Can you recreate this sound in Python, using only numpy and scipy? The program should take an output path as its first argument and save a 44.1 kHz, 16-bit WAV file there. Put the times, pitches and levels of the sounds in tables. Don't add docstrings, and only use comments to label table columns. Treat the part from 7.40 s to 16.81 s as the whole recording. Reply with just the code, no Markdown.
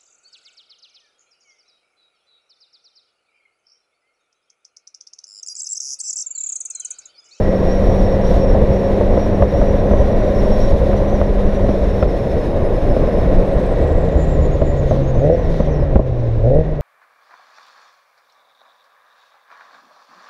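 import sys
import numpy as np
from scipy import signal
from scipy.fft import rfft, irfft, next_fast_len
from scipy.io import wavfile
from scipy.ndimage import map_coordinates

SR = 44100
rng = np.random.default_rng(int(sys.argv[2]) if len(sys.argv) > 2 else 0)


def pcm_store(signal):
    levels = np.round(np.clip(np.atleast_2d(signal), -1, 1) * 32767)
    wavfile.write(sys.argv[1], SR, levels.astype(np.int16).T)


N = 414981
FLAT_OUT_HZ, FIRINGS_PER_CYCLE = 50, 4
COAST_MID_S, COAST_LENGTH_S = 5.15, 1.64

# firing rate in Hz, cabin boom gain in dB.
BOOM_RESPONSE = [(108, -16.5), (128, -18.5), (145, -23), (162, -22.5), (174, -36.5), (188, -21.5),
                 (203, -25.5)]
# multiple of the cycle rate, relative level in dB.
DRONE_ORDERS = [(2, -10), (8, -12), (10, -5), (11, 0.5), (12, -6), (14, -12), (18, -21), (20, -21)]
# time in seconds, drone gain in dB.
ENGINE_LOAD = [(0, -21.5), (1.2, -19), (2.1, -21.5), (2.5, -19), (3.2, -19.5), (4.1, -28), (5, -33),
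               (6.1, -26), (9.41, -38)]


def engine(cycle_hz, throttle, bark_gain):
    cycle = turns(cycle_hz * (1 + .001 * wobble(14)))
    boom_db = np.interp(FIRINGS_PER_CYCLE * cycle_hz, *np.transpose(BOOM_RESPONSE))
    boom_db += 5 * throttle - 18.5 * swell(COAST_MID_S, COAST_LENGTH_S)
    boom = amp(boom_db + .66 * wobble(16)) * unit(np.sin(2 * np.pi * FIRINGS_PER_CYCLE * cycle))
    drone = unit(sum(amp(db + wobble(2.5) + wobble(29)) * np.sin(2 * np.pi * (k * cycle + rng.random()))
                     for k, db in DRONE_ORDERS))
    drone = drone + resonate(drone, [(614, 9.9, 3)])
    rough = bark(cycle, scatter_db=1.5, cutoff_hz=760, jitter=.016, rasp=.55)
    lope = .56 * np.sin(2 * np.pi * 2 * cycle)
    return boom + amp(curve(ENGINE_LOAD)) * drone / np.sqrt(2) + bark_gain * (rough + lope)


CYLINDER_GAINS = [1.5, 0.92, 0.73, 0.6]
# centre in Hz, width in Hz, gain in dB.
CABIN_MODES = [(238, 70, -8.5), (444, 111, -2), (517, 70, 4.5), (609, 130, -2.5)]


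def bark(cycle, scatter_db, cutoff_hz, jitter, rasp):
    firing = cycle * FIRINGS_PER_CYCLE + jitter * wobble(130)
    at = np.flatnonzero(np.diff(np.floor(firing)))
    pulses = np.zeros(N)
    pulses[at] = np.resize(CYLINDER_GAINS, len(at)) * amp(scatter_db * rng.standard_normal(len(at)))
    puffs = rng.standard_normal(N) * np.exp(-np.pi * (firing % 1))
    cabin = resonate(unit(pulses) + rasp * unit(puffs), CABIN_MODES)
    return unit(lowpass(cabin, cutoff_hz, order=6))


# start in seconds, length in seconds, step in gear ratio, bark gain in dB.
DOWNSHIFTS = [(7.796, .135, 1.35, -14.5), (9.03, .16, 1.5, -16)]


def gearbox(attack_s, release_s, idle_bark_db):
    t = np.arange(N) / SR
    cycle_hz, throttle, bark_gain = FLAT_OUT_HZ * road_speed(), 0, amp(idle_bark_db)
    for start_s, length_s, step, bark_db in DOWNSHIFTS:
        cycle_hz = cycle_hz * np.interp(t, [start_s, start_s + length_s], [1, step])
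        opening = np.clip((t - start_s) / attack_s, 0, 1)
        closing = np.clip(1 - (t - start_s - length_s) / release_s, 0, 1)
        blip = opening * closing
        throttle = throttle + blip
        bark_gain = bark_gain + amp(bark_db) * blip
    return cycle_hz, throttle, bark_gain


# time in seconds, road speed as the top-gear engine cycle rate in Hz.
ROAD_SPEED = [(0, 47.8), (1.9, 50), (3.25, 51), (4.6, 48.5), (5.4, 46.7), (5.95, 46.8), (6.3, 45.4),
              (6.65, 41.3), (7.3, 36), (7.82, 32.2), (8.15, 30.3), (8.3, 27.8), (8.55, 25.2), (8.8, 22),
              (9.02, 20.1), (9.27, 19.3), (9.41, 18)]


def road_speed():
    return curve(ROAD_SPEED) / FLAT_OUT_HZ


# frequency in Hz, relative density in dB.
RUMBLE_SPECTRUM = [(12, -21.5), (20, 4), (28, 0), (70, -6.5), (150, -14.5), (300, -28.5), (600, -59)]
ROAR_SPECTRUM = [(80, -28.5), (190, -5.5), (330, -5), (450, -3), (545, 0.5), (630, -4.5), (720, -10.5),
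                 (900, -19.5), (1060, -19), (1350, -36.5), (2500, -60)]
# time in seconds, gain in dB.
NOISE_SWELL = [(0, 0), (3.2, -0.4), (4.1, -0.6), (4.8, -1.5), (5.1, -0.9), (5.7, 0.5), (6.5, 0),
               (7.3, -1.5), (8.45, .5), (8.75, -2), (9.41, 0)]


def road(bark_gain):
    swell_db, jolts = curve(NOISE_SWELL), wobble(35)
    rumble_db = speed_db(-14, per_doubling_db=2.5) + .7 * swell_db
    rumble = amp(rumble_db + 2.2 * jolts) * noise(RUMBLE_SPECTRUM)
    roar_db = speed_db(-18, per_doubling_db=5.56) + swell_db
    tyre_share = 1 / (1 + (bark_gain / amp(roar_db)) ** 4)
    roar = amp(roar_db + 1.13 * jolts + .47 * wobble(150)) * tyre_share * noise(ROAR_SPECTRUM)
    return rumble + roar


# start in seconds, then thud, knock and crack gains in dB.
BUMPS = [(1.147, -7, -2, -34), (1.61, -9, -1, -33), (1.772, -9, -1, -34), (2.022, 1, 2, -17),
         (2.215, -3, -3, -24), (2.51, -1, -5, -27), (2.535, -1, -4, -34), (3.53, -18, -16, -21),
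         (3.814, -3, -3, -27), (4.29, -4, -7, -26), (4.625, -4, -6, -14.5), (5.565, -12, -5, -25),
         (7.215, -3, -4, -23), (7.509, -4, -5, -24), (8.2, -3, -7.5, -31), (8.556, 4, 1, -15),
         (8.592, -1, -2, -38)]


def bumps(thud_hz, thud_t60_s, knock_t60_s, crack_t60_s):
    t = np.arange(SR // 5) / SR
    out = np.zeros(N + len(t))
    shell = noise(ROAR_SPECTRUM)
    attack = 1 - np.exp(-t / .0017)

    def decay(t60_s):
        return amp(-60 * t / t60_s)

    def ring(hz, t60_s):
        return np.sin(2 * np.pi * hz * (1 + .047 * rng.standard_normal()) * t) * decay(t60_s)

    for start_s, thud_db, knock_db, crack_db in BUMPS:
        at = int(start_s * SR) + np.arange(len(t))
        thud = ring(thud_hz, thud_t60_s) + .93 * ring(202, knock_t60_s)
        knock = ring(590, knock_t60_s) + .45 * shell[at] * decay(.09)
        crack = ring(1280, crack_t60_s)
        crack += 3 * lowpass(rng.standard_normal(len(t)), 1750, order=3) * decay(crack_t60_s)
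        out[at] += (amp(thud_db) * thud + amp(knock_db) * knock + amp(crack_db) * crack) * attack
    return out[:N]


# time in seconds, level in dB.
BRAKE_SHUDDER = [(6.1, -48.5), (6.4, -19), (7.1, -16), (7.7, -40)]


def brakes():
    return amp(curve(BRAKE_SHUDDER)) * unit(resonate(noise(RUMBLE_SPECTRUM), [(71.5, 6.4, 0)]))


# frequency in Hz, relative density in dB.
RUSH_SPECTRUM = [(500, -22.5), (1000, 2.5), (1750, 4.5), (2450, -2), (2900, -7), (6000, -52.5)]
HISS_SPECTRUM = [(2200, -22), (3100, -2.5), (3750, 3), (4700, -7.5), (5600, -6), (7200, -15), (8200, -28.5),
                 (12000, -39.5)]
FINE_HISS_SPECTRUM = [(5000, -25), (8000, -2), (9600, 3), (12000, -2), (15000, -3.5)]
# crest time in seconds, length in seconds, hiss gain in dB.
GUSTS = [(.48, 0.89, 3), (0.935, 0.3, 4.5), (3.214, 1, 3.5), (7.538, 0.27, 6), (8.157, 0.39, 6)]


def air(throttle):
    gust_db = sum(db * swell(crest_s, length_s) for crest_s, length_s, db in GUSTS)
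    flutter_db, intake_db = wobble(40), .5 * throttle
    rush_db = speed_db(-39, per_doubling_db=5.4) + .15 * gust_db + curve(NOISE_SWELL)
    hiss_db = speed_db(-49, per_doubling_db=6.4) + gust_db + intake_db
    fine_db = speed_db(-63, per_doubling_db=11) + gust_db
    rush = amp(rush_db + .5 * flutter_db) * noise(RUSH_SPECTRUM)
    hiss = amp(hiss_db + flutter_db) * noise(HISS_SPECTRUM)
    fine_hiss = amp(fine_db + flutter_db) * noise(FINE_HISS_SPECTRUM)
    return rush + hiss + fine_hiss


# centre in Hz, width in Hz, gain in dB.
CASING_MODES = [(1917, 37, 0)]


def whine(cycle_hz, weak_order_db, coast_db):
    cycle = turns(cycle_hz * (1 + .0015 * wobble(40)))
    orders = np.zeros(N)
    for k in range(36, 56):
        order_db = weak_order_db if k % FIRINGS_PER_CYCLE else 0
        orders += amp(order_db) * np.sin(2 * np.pi * (k * cycle + rng.random()))
    level_db = speed_db(-47.5, per_doubling_db=3) + coast_db * swell(COAST_MID_S, 2 * COAST_LENGTH_S)
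    return amp(level_db + 2 * wobble(9.7)) * unit(resonate(orders, CASING_MODES))


# crest time in seconds, length in seconds, nominal crest pitch in Hz, crest level in dB,
# pitch sag at the ends as a share.
WHISTLES = [(.38, 0.8, 5640, -47.5, 0.031), (0.882, 0.14, 5700, -46, 0.046), (1.05, .2, 5580, -47.5, .025),
            (1.374, .4, 5670, -53, .04), (1.88, 0.41, 5670, -52, .03), (2.262, 0.43, 5750, -52, 0.038),
            (2.528, .28, 6080, -56, 0.064), (2.805, 0.46, 5780, -55.5, 0.033),
            (3.08, 0.33, 5570, -48, .015), (3.246, 0.15, 5660, -45.5, .03), (3.7, 0.43, 5850, -54, 0.074),
            (4.237, 0.47, 5800, -59, .04), (4.7, 0.9, 5460, -55, 0.037), (5.652, 0.93, 5300, -58, 0.048),
            (5.6, 3.1, 9430, -67.5, .16), (6.35, 1.1, 7900, -67, 0.11), (6.653, 0.45, 7500, -63, .08),
            (6.969, 0.52, 7250, -54.5, .08), (7.332, 0.49, 6970, -56.5, .11), (7.458, 0.15, 6400, -59, .1),
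            (7.69, .14, 6700, -55.5, 0.1), (7.81, 0.14, 6470, -57, 0.09), (7.995, .18, 5850, -57.5, .1),
            (8.31, 0.29, 5840, -56, .13), (8.798, 0.12, 5850, -65, .14)]


def whistles(smear, flicker_db):
    out, speed = np.zeros(N), road_speed()
    sputter = 1 + .7 * np.tanh(wobble(65))
    voices = [(ratio * (1 + smear * wobble(700)), np.tanh(2 * wobble(45)), amp(flicker_db * wobble(30)))
              for ratio in (.99, 1.04)]
    for crest_s, length_s, hz, db, sag in WHISTLES:
        start, end = int((crest_s - length_s / 2) * SR), int((crest_s + length_s / 2) * SR)
        at = np.arange(max(start, 0), min(end, N))
        arch = 1 - (2 * (at / SR - crest_s) / length_s) ** 2
        pitch_hz = hz * (speed[at] / speed[int(crest_s * SR)]) ** .99 * (1 + sag * (arch - 1))
        tones = []
        for detune, hops, gain in voices:
            voice_hz = detune[at] * pitch_hz * (1 + .28 * sag * hops[at])
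            tones.append(gain[at] * np.sin(2 * np.pi * turns(voice_hz)))
        tone = tones[0] + amp(-14.5 + 69 * sag) * tones[1]
        out[at] += amp(db) * np.sqrt(np.abs(arch)) * unit(sputter[at] * tone)
    return out


def speed_db(flat_out_db, per_doubling_db):
    return flat_out_db + per_doubling_db * np.log2(road_speed())


def amp(db):
    return 10 ** (np.asarray(db) / 20)


def unit(x):
    return x / np.sqrt(np.mean(x ** 2) + 1e-20)


def curve(rows):
    return np.interp(np.arange(N) / SR, *np.transpose(rows))


def swell(crest_s, length_s):
    return np.cos(np.pi * np.clip((np.arange(N) / SR - crest_s) / length_s, -.5, .5)) ** 2


def wobble(knots_per_s):
    knots = rng.standard_normal(int(N * knots_per_s / SR) + 4)
    return map_coordinates(knots, [np.arange(N) * knots_per_s / SR])


def turns(hz):
    return np.cumsum(hz) / SR


def filtered(x, response):
    size = next_fast_len(N + SR // 2)
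    return irfft(rfft(x, size) * response(np.fft.rfftfreq(size, 1 / SR)), size)[:N]


def resonate(x, modes):
    return filtered(x, lambda f: sum(
        (-1) ** k * amp(db) * 1j * f * width / (hz * hz - f * f + 1j * f * width)
        for k, (hz, width, db) in enumerate(modes)))


def lowpass(x, cutoff_hz, order):
    return signal.sosfilt(signal.butter(order, cutoff_hz, fs=SR, output='sos'), x)


def noise(spectrum):
    hz, db = np.transpose(spectrum)
    colour = lambda f: amp(np.interp(np.log(f + 1), np.log(hz), db, left=-120, right=-120))
    return unit(filtered(rng.standard_normal(N), colour))


def scene():
    cycle_hz, throttle, bark_gain = gearbox(attack_s=.021, release_s=.05, idle_bark_db=-31)
    gaps = whistles(smear=.009, flicker_db=2.2)
    chassis = road(bark_gain) + brakes()
    chassis += bumps(thud_hz=65, thud_t60_s=.1, knock_t60_s=.04, crack_t60_s=.025)
    mix = engine(cycle_hz, throttle, bark_gain) + chassis + air(throttle) + gaps
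    mix += whine(cycle_hz, weak_order_db=-4, coast_db=-4.5)
    return mix[None]


def record(dry):
    recovery_db_per_s, ceiling, top_hz = 16, .99, 15200
    x = dry[0]
    over_db = .75 * np.maximum(20 * np.log10(np.abs(x) + 1e-9), 0)
    recovery_db = recovery_db_per_s * np.arange(N) / SR
    duck_db = np.maximum.accumulate(over_db + recovery_db) - recovery_db
    ducked = x * amp(-lowpass(duck_db, cutoff_hz=16, order=1))
    clipped = ducked / (1 + np.abs(ducked / ceiling) ** 6) ** (1 / 6)
    return filtered(clipped, lambda hz: hz < top_hz)[None]


dry = scene()
out = record(dry)
pcm_store(out)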